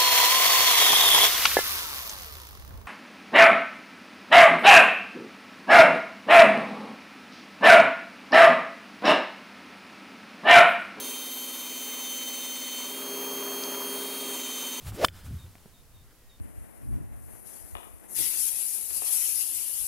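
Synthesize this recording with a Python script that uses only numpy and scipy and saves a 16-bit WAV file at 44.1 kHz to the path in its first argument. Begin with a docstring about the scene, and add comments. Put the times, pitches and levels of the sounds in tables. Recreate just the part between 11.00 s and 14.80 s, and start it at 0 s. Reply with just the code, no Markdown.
"""Table saw cutting hardwood

A board is fed into a workshop saw, drawn back and fed in again. The motor whine sags and throbs
under load, and in the cut the teeth excite the blade's resonances. With the board off the throat
opening, the cabinet's rumble and the drone of armature, shaft and hum come through louder.
The blade whips the air into a hiss, and the board's edge ticks twice on the table."""
import sys
import numpy as np
from scipy import signal
from scipy.fft import rfft, irfft
from scipy.io import wavfile
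from scipy.ndimage import uniform_filter1d

SR = 44100
rng = np.random.default_rng(int(sys.argv[2]) if len(sys.argv) > 2 else 0)


def wav_out(sig):
    """Save sig, one row per channel (or a flat mono array), as 16-bit PCM at SR to the path in sys.argv[1]."""
    wavfile.write(sys.argv[1], SR, np.round(np.clip(np.atleast_2d(sig).T, -1, 1) * 32767).astype(np.int16))


N = 167580
SLOTS = 12  # armature slots, one whine cycle each
# Cabinet sound escaping through the throat opening: time_s, relative_db
THROAT_LEVEL = [(0.0, -46), (0.02, -44), (0.24, -49), (1.69, -48.5), (2.2, -41), (2.81, -40.5),
                (2.87, -40.5), (2.89, -44), (2.92, -41.5), (3.22, -44), (3.25, -42), (3.52, -46.5),
                (3.64, -45.5), (3.77, -46.5), (3.78, -40), (3.8, -52)]


def from_db(db):
    """Amplitude ratio of a level: tenfold for every 20 dB."""
    return 10 ** (np.asarray(db) / 20)


def rms_one(x):
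    """Normalisation to unit power."""
    return x / np.sqrt(np.mean(x ** 2) + 1e-20)


def in_time(rows):
    """Linear interpolation of breakpoints: one curve for each column after time_s."""
    time_s, *columns = np.transpose(rows)
    return [np.interp(np.arange(N) / SR, time_s, column) for column in columns]


def drift(rate_hz):
    """Low-pass filtered noise: a slow random fluctuation of unit spread."""
    step = 40
    pole = np.exp(-2 * np.pi * rate_hz * step / SR)
    white = rng.standard_normal(N // step + 2002)
    slow = signal.lfilter([1], [1, -2 * pole, pole * pole], white)[2000:]
    return np.interp(np.arange(N) / step, np.arange(len(slow)), rms_one(slow - slow.mean()))


def coloured(spectrum, flicker_db, rate_hz, bands):
    """Spectral shaping: noise of unit rms in overlapping bands that flicker independently."""
    log_hz = np.log(np.maximum(np.arange(N // 2 + 1) * SR / N, 1.))
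    knot_hz, knot_db = np.transpose(spectrum)
    knots = np.log(knot_hz)
    shaped = rfft(rng.standard_normal(N)) * from_db(np.interp(log_hz, knots, knot_db, -70, -70))
    centres = np.linspace(knots[0], knots[-1], bands)
    layers = (irfft(shaped * np.interp(log_hz, centres, hat), N) for hat in np.eye(bands))
    return rms_one(sum(layer * from_db(flicker_db * drift(rate_hz)) for layer in layers))


def tone(cycles, rms_db, waver_db):
    """A sinusoid under slow random amplitude modulation."""
    return np.sqrt(2) * from_db(rms_db + waver_db * drift(5.2)) * np.sin(2 * np.pi * cycles)


def rotation():
    """Load slows the motor. Speed integrates to phase, in cycles; load runs from 0 to 1."""
    # Slot-passing frequency: time_s, pitch_hz
    slot_rate = [(0, 3154), (.1, 3140), (.2, 3130), (.5, 3116), (.8, 3105), (1.2, 3094), (1.6, 3096),
                 (1.84, 3104), (1.96, 3184), (2.3, 3186), (3.26, 3186), (3.4, 3131), (3.5, 3119),
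                 (3.6, 3115), (3.8, 3114)]
    slot_idle_hz, shaft_idle_hz, whistle_idle_hz = 3186, 41.12, 4373
    slot_hz, = in_time(slot_rate)
    sag = 1 - slot_hz / slot_idle_hz
    jitter = 1 + .00015 * drift(25)
    armature = np.cumsum(slot_hz * jitter) / SR / SLOTS + .3
    shaft = np.cumsum(shaft_idle_hz * (1 - .91 * sag)) / SR
    whistle_cycles = np.cumsum(whistle_idle_hz * (1 - .66 * sag)) / SR
    return armature, shaft, whistle_cycles, sag / sag.max()


def reflections(x):
    """Comb filtering: echoes off table, fence and walls ripple the spectrum."""
    # Near reflections: delay_ms, relative_gain
    paths = [(2.3, -.1), (4.1, .12), (7.7, -.12), (13.1, .12)]
    taps = np.zeros(SR // 50)
    taps[0] = 1
    for delay_ms, gain in paths:
        taps[int(delay_ms * SR / 1000)] = gain
    return signal.fftconvolve(x, taps / np.linalg.norm(taps))[:N]


def machine_drone(armature, shaft):
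    """Hum, rotation harmonics and their sum tones; most grow louder as the throat opens."""
    # Drone partials: hum_hz, armature_multiple, shaft_multiple, covered_db, open_db
    partials = [(198.25, 0, 0, -64.5, -57), (400.25, 0, 0, -60, -42), (0, 1, 0, -51.5, -46),
                (0, 0, 4, -74, -68), (0, 0, 6, -56.5, -52), (0, 0, 7, -60, -58), (0, 0, 8, -61, -60),
                (0, 0, 10, -74, -55), (0, 0, 11, -67, -55), (0, 0, 12, -66, -59), (0, 0, 14, -64, -63),
                (0, 0, 20, -64, -67), (0, 1, 8, -65, -62), (0, 1, 16, -66, -68), (0, 1, 2, -66, -61),
                (0, 1, 4, -65, -55), (0, 1, 6, -65, -66), (0, 2, 0, -68, -61), (400.25, 0, 1, -67, -59),
                (400.25, 0, 2, -70, -58), (400.25, 0, 4, -68, -55), (400.25, 0, 6, -70, -57),
                (400.25, 0, 10, -70, -60)]
    throat_db, = in_time(THROAT_LEVEL)
    opened = np.interp(uniform_filter1d(throat_db, size=6000), [-48, -42], [0, 1])
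    t = np.arange(N) / SR
    drone = 0
    for hum_hz, armature_multiple, shaft_multiple, covered_db, open_db in partials:
        cycles = hum_hz * t + armature_multiple * armature + shaft_multiple * shaft
        offset = rng.random() * (covered_db < -57)  # the two beating partials stay locked to the throb
        drone += tone(cycles + offset, covered_db + (open_db - covered_db) * opened, waver_db=.6)
    return drone


def cabinet_rumble():
    """Radiation through an aperture: cabinet noise is louder with the throat uncovered."""
    # Rumble spectrum: frequency_hz, relative_db
    spectrum = [(100, -44), (145, -36), (190, -26), (225, -25), (260, -15), (300, -23), (340, -7.5),
                (385, -10.5), (430, -8.5), (470, -15), (600, -9.5), (760, -14), (840, -12), (900, -7),
                (1330, -12), (1430, -16.5), (2100, -17.5), (2600, -35)]
    throat_db, = in_time(THROAT_LEVEL)
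    return from_db(throat_db - 2) * coloured(spectrum, flicker_db=1.75, rate_hz=60, bands=9)


def air_hiss():
    """Turbulence: air and dust whipped by the blade make broadband noise."""
    # Hiss envelope: time_s, relative_db
    envelope = [(0.0, -40.5), (0.02, -49), (0.05, -44.5), (0.07, -45), (0.26, -47.5), (1.46, -47),
                (1.5, -48.5), (1.97, -46), (2.02, -44), (2.05, -46), (2.07, -45), (2.98, -44),
                (3.58, -46.5), (3.8, -46)]
    # Hiss spectrum: frequency_hz, relative_db
    spectrum = [(900, -56), (1300, -10), (1900, -18.5), (2400, -5.5), (3000, -9.5), (3500, -12.5),
                (4400, -9), (5200, -13), (6000, -13.5), (6700, -11), (8300, -12), (9500, -6), (11300, -5.5),
                (14000, -6), (15800, -4)]
    hiss_db, = in_time(envelope)
    return from_db(hiss_db + 6.5) * coloured(spectrum, flicker_db=.93, rate_hz=10, bands=22)


def board_ticks():
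    """Damped impacts: the board's edge on the table gives fast-decaying bursts of band noise."""
    # Edge contacts: start_s, relative_db, low_hz, high_hz
    contacts = [(2.6365, -21, 4300, 6300), (2.746, -25, 900, 2600)]
    t60_s = .014
    ticks, t = np.zeros(N), np.arange(N) / SR
    for start_s, db, low_hz, high_hz in contacts:
        decay = (t > start_s) * from_db(db - 60 * np.maximum(t - start_s, 0) / t60_s)
        band = signal.butter(2, [low_hz, high_hz], "band", fs=SR, output="sos")
        ticks += 2 * signal.sosfilt(band, decay * rng.choice([-1, 1], N))
    return ticks


def whistle(cycles):
    """An inharmonic partial: a thin tone outside the whine's harmonic series."""
    # Whistle envelope: time_s, level_db
    envelope = [(0, -54), (1, -57.5), (1.8, -50.5), (2, -52), (2.7, -48.5), (3.3, -50.5), (3.8, -61)]
    level_db, = in_time(envelope)
    return tone(cycles, level_db, waver_db=1.25)


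def motor_whine(armature, throb):
    """Periodic excitation: passing armature slots give five harmonics, modulated by the throb."""
    # Whine harmonics: time_s, then level_db of harmonics 1 to 5
    harmonics = [(0, -48, -43.5, -48, -46, -57), (.14, -42.5, -43.5, -48, -50, -51),
                 (.37, -44.5, -48.5, -53, -44, -56), (.6, -43.5, -46.5, -55, -45, -61),
                 (.86, -43.5, -44, -66, -52, -51), (1.1, -41, -40, -58, -46, -46),
                 (1.3, -41, -42, -60, -52, -46), (1.55, -42, -42.5, -69, -63, -48),
                 (1.86, -42, -45, -57, -57, -53), (1.96, -43.5, -50.5, -49, -58, -70),
                 (2.08, -43.5, -43.5, -60, -56, -70), (2.3, -41.5, -43, -55, -46, -70),
                 (2.7, -42.5, -42.5, -65, -48, -70), (2.83, -41.5, -44.5, -53, -41, -70),
                 (2.88, -41, -44.5, -40, -50, -70), (3.1, -43, -50, -47, -56, -70),
                 (3.3, -42, -45.5, -50, -66, -58), (3.44, -41.5, -43, -65, -62, -56),
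                 (3.8, -43, -43, -58, -60, -57)]
    # Modulation of the second harmonic: time_s, throb_factor
    octave_throb = [(0, 1.1), (1.9, 1.1), (3.3, 3.6), (3.8, 3.8)]
    octave_factor, = in_time(octave_throb)
    whine = 0
    for k, level_db in enumerate(in_time(harmonics), 1):
        partial = tone(k * SLOTS * armature + rng.random(), level_db, waver_db=.06 if k < 3 else 2.5)
        whine += partial * (1 + (octave_factor if k == 2 else .73) * throb)
    return whine


def blade_singing():
    """Resonance: one blade mode sings in the cut as a nearly pure tone."""
    # Singing mode: time_s, pitch_hz, level_db
    mode = [(0, 3630, -60), (.07, 3633, -49), (.2, 3624, -55), (.4, 3619, -54), (1.2, 3616, -56),
            (1.85, 3620, -52), (2.0, 3632, -66), (2.1, 3632, -75), (2.85, 3632, -75), (3.0, 3632, -59),
            (3.4, 3632, -56), (3.8, 3634, -55)]
    pitch_hz, level_db = in_time(mode)
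    return tone(np.cumsum(pitch_hz + 4 * drift(15)) / SR, level_db, waver_db=2.2)


def blade_cutting(armature, load):
    """Forced vibration: chips torn at random ring the blade's modes, over a comb of armature tones."""
    # Strength of the cut: time_s, relative_db
    envelope = [(0.0, -48), (0.07, -47.5), (0.16, -48.5), (1.69, -46), (1.7, -47), (1.82, -45), (2.07, -61),
                (2.84, -72), (2.96, -50.5), (3.31, -47), (3.34, -44.5), (3.57, -44.5), (3.59, -43.5),
                (3.8, -46.5)]
    # Blade modes: centre_hz
    mode_hz = [1150, 2080, 2435, 2778, 3100, 3625, 3825, 4405, 5170, 5930, 6210, 6835, 7470, 7900, 8500,
               9020, 9300, 9600, 10580, 11850, 12790, 13200, 13700, 15200]
    # Resonance peak of each mode: bandwidth_hz, relative_db
    mode_peaks = [(415, -22), (198, -13.5), (70, -12.5), (35, -12), (41.7, -6), (30, -7), (50, -7),
                  (25.2, -5.5), (30, -14), (50, -15), (60, -7.5), (40, -6.5), (45.3, -7.5), (60, -14.5),
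                  (21.8, -4), (45, -3.5), (80.5, -20.5), (60, -9.5), (90, -21.5), (40.2, -6.5), (50, -14),
                  (60, -19), (45, -22), (40, -15)]
    # Comb tones: armature_multiple
    comb_orders = [10, 13, 14, 15, 17, 20, 23, 24.62, 25, 29, 31, 32, 33, 34, 35, 36, 46]
    # Strength of each comb tone: relative_db
    comb_levels = [-18, -6, -5.5, -8.5, -2.5, -14, -18, -6, -2, -6, -12, -9, -11, -17, -7, -18, -22]
    ringing = comb = 0
    for centre_hz, (bandwidth_hz, db) in zip(mode_hz, mode_peaks):
        radius = np.exp(-np.pi * bandwidth_hz / SR)
        b = (1 - radius ** 2) / 2 * np.array([1, 0, -1])
        a = [1, -2 * radius * np.cos(2 * np.pi * centre_hz / SR), radius ** 2]
        gain = from_db(db + 1.3 * drift(2.9))
        ringing += gain * signal.lfilter(b, a, rng.standard_normal(N + 8000))[8000:]
    load_db = 6 * load - 10.5  # the comb grows with the load
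    for order, db in zip(comb_orders, comb_levels):
        comb += tone(order * armature + rng.random(), db + load_db, waver_db=.68)
    cut_db, = in_time(envelope)
    return from_db(cut_db) * (from_db(4.5) * rms_one(ringing) + comb)


def scene():
    """Superposition; under load the armature beats with the sixth shaft harmonic, making a throb."""
    armature, shaft, whistle_cycles, load = rotation()
    throb_depth, lag_cycles = .1, .18
    throb = throb_depth * load * np.cos(2 * np.pi * (armature - 6 * shaft - lag_cycles))
    drone = machine_drone(armature, shaft)
    noise = reflections((1 + 2.8 * throb) * cabinet_rumble() + (1 + .64 * throb) * air_hiss())
    tones = motor_whine(armature, throb) + blade_singing() + whistle(whistle_cycles)
    cutting = (1 + .98 * throb) * blade_cutting(armature, load)
    return np.tile(drone + noise + board_ticks() + tones + cutting, (2, 1))


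def record(dry):
    """Band limiting: a steep elliptic low-pass removes the highest treble."""
    cutoff_hz = 15720
    return signal.sosfilt(signal.ellip(14, .3, 75, cutoff_hz, fs=SR, output="sos"), dry)


dry = scene()
out = record(dry)
wav_out(out)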